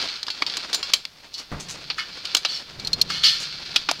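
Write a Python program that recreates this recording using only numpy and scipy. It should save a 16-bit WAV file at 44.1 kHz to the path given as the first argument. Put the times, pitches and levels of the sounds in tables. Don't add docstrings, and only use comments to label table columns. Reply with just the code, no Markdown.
import sys
import numpy as np
from scipy import signal
from scipy.fft import rfft, irfft, next_fast_len
from scipy.io import wavfile

SR = 44100
rng = np.random.default_rng(int(sys.argv[2]) if len(sys.argv) > 2 else 0)


def store_pcm(level_fs):
    pcm = np.round(np.clip(level_fs, -1, 1) * 32767).astype(np.int16)
    wavfile.write(sys.argv[1], SR, np.atleast_2d(pcm).T)


N = 176400
T = np.arange(N) / SR

# frequency_hz, level_db
AIR_SPECTRUM = [(25, 2), (150, 0.5), (1800, -25.5), (4500, -4.5), (8500, -19.5)]
STEEL_SPECTRUM = [(100, -50), (280, -19.5), (700, -15.5), (1300, -6.5), (2000, -14.5), (2800, -6.5),
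                  (4800, -0.5), (7000, -15.5), (9000, -25), (15000, -35.5)]
SOIL_SPECTRUM = [(100, -8), (300, 0), (5000, -2), (15000, -40)]
TYRE_SPECTRUM = [(25, -4), (150, -4), (1800, -21.5), (15000, -55)]
LEAF_SPECTRUM = [(1500, 2.5), (6500, 10.5), (15000, -21)]
# pitch_hz, level_db
FRAME_MODES = [(2300, 4.5), (3171, -2), (3655, -17), (3990, 3), (4320, 1), (4682, -10), (4990, -34)]
CHAINWHEEL_MODES = [(1788, -6.5), (2172, 0.5), (2949, -4), (3245, -5.5), (3478, -3.5), (4232, -2.5),
                    (4410, -4), (4590, -7)]
BOOM_MODES = [(148, 15.5), (178, 17.5)]
# time_s, level_db
JINGLE_CURVE = [(0, -17.5), (.06, -27.5), (.2, -32.5), (.25, -53), (.39, -29), (.45, -100), (.5, -27),
                (.81, -41), (.88, -26.5), (1.1, -50.5), (1.85, -39), (2.3, -33), (2.75, -41.5),
                (3.42, -29.5), (4, -34)]
# time_s, level_db
SCUFF_CURVE = [(0, -30), (.23, -49), (.58, -39), (.92, -44.5), (1.1, -55), (1.6, -48.5), (3.42, -46)]
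ROLL_CURVE = [(0, -65.5), (1.49, -60.5), (1.53, -27.5), (1.66, -44.5), (2.6, -56.5), (2.8, -37.5),
              (3.0, -35), (3.3, -46)]
# start_s, level_db, crack_t60_s, body_db, treble_db, pitch_hz
FRAME_KNOCKS = [(0.2294, -18.5, 0.024, -9, -4, 4380), (0.281, -16.5, 0.028, -18, -21, 1385),
                (0.4213, -12, 0.026, 3, -12, 2220), (0.4973, -21, 0.035, -5, -18, 3880),
                (0.569, -17.5, 0.029, -0.5, 5, 4270), (0.7293, -19, 0.073, 0, 1.5, 4100),
                (0.7444, -17.5, 0.046, -1.5, 10, 4360), (0.935, -5, 0.033, -5.5, 5, 3090),
                (1.0521, -18.5, 0.012, -6, -2.5, 2430), (1.9, -19.5, 0.059, 1, -20, 2690),
                (2.2525, -22, 0.039, -4.5, -1, 2940), (2.3483, -6.5, 0.021, 0.5, 5.5, 2820),
                (2.367, -16, 0.046, -2.5, 6, 3940), (2.4489, -12.5, 0.051, 1, -8, 3880),
                (3.101, -24.5, 0.067, 5, 2, 1540), (3.76, -6, 0.037, -7.5, -3.5, 2800),
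                (3.888, -15, 0.052, 6.5, -5.5, 2690), (3.9125, -11, 0.015, -2, 5.5, 710)]
# start_s, level_db
SPOKE_FLICKS = [(0.266, -13), (0.302, -7.5), (0.464, -8), (0.828, -5.5)]
# start_s, level_db, pitch_hz
SPOKE_PINGS = [(0.746, -30.5, 7120), (0.937, -37, 7570), (2.491, -22, 4460), (2.543, -27, 5380)]
# start_s, level_db, hold_s, t60_s, mids_db
CHAIN_RATTLES = [(1.334, -25, 0.013, 0.03, -33), (1.375, -25, 0.021, 0.04, -44),
                 (1.977, -24, 0.0077, 0.17, 12), (2.479, -28, 0.089, 0.15, -5.5),
                 (3.09, -26.5, 0.061, 0.52, 3.5), (3.232, -11, 0.019, 0.41, -3.5)]
# start_s, level_db, hold_s
LEAF_CRUNCHES = [(1.598, -33, 0.0027), (1.685, -33.5, 0.027), (3.399, -34, 0.026)]
# start_s, level_db, ring_t60_s
SPROCKET_SNAPS = [(2.7973, -22, 0.0062), (2.848, -21.5, 0.064), (2.872, -12.5, 0.018), (2.931, -8, 0.048),
                  (3.014, -1.5, 0.025)]

BASS_HZ, MIDS_HZ, TREBLE_HZ = 424, 1320, 6000
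METAL_T60_S = 0.11
EVENT_SAMPLES = SR // 2


def from_db(db):
    return 10 ** (np.asarray(db) / 20)


def unit_rms(x):
    return x / np.sqrt(np.mean(x ** 2) + 1e-20)


def level(curve):
    return from_db(np.interp(T, *np.transpose(curve)))


def add(out, start_s, x):
    i = max(int(start_s * SR), 0)
    out[i:i + len(x)] += x[:N - i]


def envelope(t60_s, hold_s=0, attack_s=0.00084):
    t = T[:EVENT_SAMPLES]
    return np.minimum(t / attack_s, 1) * from_db(-60 * np.maximum(t - attack_s - hold_s, 0) / t60_s)


def coloured(x, spectrum, bass_db=0, mids_db=0, treble_db=0):
    size = next_fast_len(len(x) + 4096, real=True) // 2 * 2
    octave = np.log2(np.maximum(np.arange(size // 2 + 1) * SR / size, 1))
    hz, db = np.transpose(spectrum)
    shape = unit_rms(from_db(np.interp(octave, np.log2(hz), db)))
    bass = bass_db * np.exp(-((octave - np.log2(BASS_HZ)) / 1.14) ** 2)
    mids = mids_db * np.exp(-((octave - np.log2(MIDS_HZ)) / 1.006) ** 2)
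    treble = treble_db / (1 + np.exp(-7 * (octave - np.log2(TREBLE_HZ))))
    cepstrum = irfft(np.log(shape * from_db(bass + mids + treble)))
    cepstrum[1:size // 2] *= 2
    cepstrum[size // 2 + 1:] = 0
    return irfft(rfft(x, size) * np.exp(rfft(cepstrum)))[:len(x)]


def clicks(size, per_s, spread_db):
    strength = from_db(spread_db * np.minimum(rng.exponential(1, size), 5))
    polarity = rng.choice([-1, 1], size)
    return unit_rms(strength * polarity * (rng.random(size) < per_s / SR))


def wobble(per_s, depth_db):
    steps = rng.standard_normal(1000)
    return from_db(depth_db * np.interp(T * per_s, np.arange(len(steps)), steps))


def crack(t60_s):
    return rng.choice([-1, 1], EVENT_SAMPLES) * envelope(t60_s)


def tone(hz, t60_s):
    return np.sin(2 * np.pi * hz * T[:EVENT_SAMPLES]) * envelope(t60_s)


def modes(force, table, t60_s):
    out, radius = 0, from_db(-60 / (t60_s * SR))
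    for k, (hz, db) in enumerate(table):
        feedback = [1, -2 * radius * np.cos(2 * np.pi * hz / SR), radius * radius]
        ring = signal.lfilter([1 - radius, 0, radius - 1], feedback, force + 1e-18)
        out = out + (-1) ** k * from_db(db) * ring
    return out


def spoke_ring(force, t60_s=0.17):
    response = crack(t60_s)
    return signal.fftconvolve(force, response / np.linalg.norm(response))[:N]


def thin(x, cutoff_hz=1400):
    return signal.sosfilt(signal.butter(4, cutoff_hz, "high", fs=SR, output="sos"), x)


def forest_air():
    return from_db(-58) * coloured(rng.standard_normal(N), AIR_SPECTRUM)


def chain_jingle(spokes_db=-7, frame_db=1):
    gain = level(JINGLE_CURVE) * wobble(45, depth_db=2)
    ticks = coloured(clicks(N, per_s=900, spread_db=3.2), STEEL_SPECTRUM, treble_db=-10)
    links = thin(gain * ticks)
    frame = from_db(frame_db) * modes(links, FRAME_MODES, METAL_T60_S)
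    return .5 * links + from_db(spokes_db) * spoke_ring(links) + frame


def boot_scuffs():
    gain = level(SCUFF_CURVE) * wobble(40, depth_db=5)
    return gain * coloured(clicks(N, per_s=3000, spread_db=2.5), SOIL_SPECTRUM)


def frame_knocks(note_db=-5.5, ring_db=-4.5, spokes_db=-16, ring_db_per_s=200):
    direct, force = np.zeros(N), np.zeros(N)
    for start_s, db, t60_s, body_db, treble_db, hz in FRAME_KNOCKS:
        hit = from_db(db) * coloured(crack(t60_s), STEEL_SPECTRUM, body_db, body_db, treble_db)
        note = coloured(crack(t60_s), [(hz / 2, -30), (hz, 0), (hz * 2, -30), (16000, -60)])
        add(direct, start_s, hit + from_db(db + note_db) * note)
        add(force, start_s, from_db(ring_db_per_s * t60_s) * hit)
    tubes = modes(direct, [(285, 1)], t60_s=0.058)
    ring = modes(force, FRAME_MODES, METAL_T60_S) + from_db(spokes_db) * spoke_ring(force)
    return direct + tubes + from_db(ring_db) * ring


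def spoke_flicks(trip_s=0.0034, t60_s=0.14, echo_db=-6, boost_db=11):
    out, trips_s = np.zeros(N), np.arange(1, 40) * trip_s
    for start_s, db in SPOKE_FLICKS:
        pulses = np.zeros(EVENT_SAMPLES)
        pulses[0] = 1
        returns = (trips_s * rng.uniform(.93, 1.07) * SR).astype(int)
        pulses[returns] = from_db(echo_db - 60 * trips_s / t60_s)
        add(out, start_s, from_db(db + boost_db) * spoke_ring(pulses, t60_s=0.024))
    return coloured(out, STEEL_SPECTRUM, bass_db=-8, mids_db=-8, treble_db=-8)


def spoke_pings():
    out = np.zeros(N)
    for start_s, db, hz in SPOKE_PINGS:
        add(out, start_s, from_db(db) * tone(hz, t60_s=0.18))
    return out


def chain_rattles(links_per_s=165, link_fade_db=20, spokes_db=-9, chainwheel_db=11):
    runs = np.zeros(N)
    for start_s, db, hold_s, t60_s, mids_db in CHAIN_RATTLES:
        links_passed = np.cumsum(links_per_s * wobble(links_per_s, depth_db=2.3)[:EVENT_SAMPLES]) / SR
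        link_fade = from_db(-link_fade_db * (links_passed % 1))
        scrapes = unit_rms(rng.standard_normal(EVENT_SAMPLES) * link_fade)
        run = scrapes * envelope(t60_s, hold_s, attack_s=.004)
        add(runs, start_s, from_db(db) * coloured(run, STEEL_SPECTRUM, mids_db=mids_db, treble_db=-2.5))
    links = thin(runs)
    chainwheel = from_db(chainwheel_db) * modes(links, CHAINWHEEL_MODES, METAL_T60_S)
    return .5 * links + from_db(spokes_db) * spoke_ring(links) + chainwheel


def tyres(mount_s=1.516, thump_db=-27.5, boom_db=-5):
    rubber = level(ROLL_CURVE) * coloured(rng.standard_normal(N), TYRE_SPECTRUM)
    thump = rng.standard_normal(EVENT_SAMPLES) * envelope(t60_s=0.12, hold_s=0.025)
    add(rubber, mount_s, from_db(thump_db) * coloured(thump, TYRE_SPECTRUM, mids_db=6.5))
    return .5 * (rubber + from_db(boom_db) * modes(rubber, BOOM_MODES, t60_s=0.55))


def leaf_crunches():
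    out = np.zeros(N)
    for start_s, db, hold_s in LEAF_CRUNCHES:
        crunch = clicks(EVENT_SAMPLES, per_s=3000, spread_db=2.5) * envelope(t60_s=0.17, hold_s=hold_s)
        add(out, start_s, from_db(db) * coloured(crunch, LEAF_SPECTRUM))
    return out


def sprocket_snaps(pitch_hz=4233, crack_db=-7):
    out = np.zeros(N)
    for start_s, db, ring_t60_s in SPROCKET_SNAPS:
        snap = coloured(crack(t60_s=0.035), STEEL_SPECTRUM, bass_db=-16.5, mids_db=-16.5, treble_db=2)
        add(out, start_s, from_db(db) * (tone(pitch_hz, ring_t60_s) + from_db(crack_db) * snap))
    return out


def scene():
    air = forest_air()
    strikes = frame_knocks() + spoke_flicks() + spoke_pings()
    chain = chain_jingle() + chain_rattles() + sprocket_snaps()
    ground = boot_scuffs() + leaf_crunches() + tyres()
    return (air + strikes + chain + ground)[None]


def record(dry, overload=.7, stopband_hz=17000):
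    clipped = dry / (1 + (dry / overload) ** 6) ** (1 / 6)
    return signal.sosfilt(signal.cheby2(12, 70, stopband_hz, fs=SR, output="sos"), clipped)


dry = scene()
out = record(dry)
store_pcm(out)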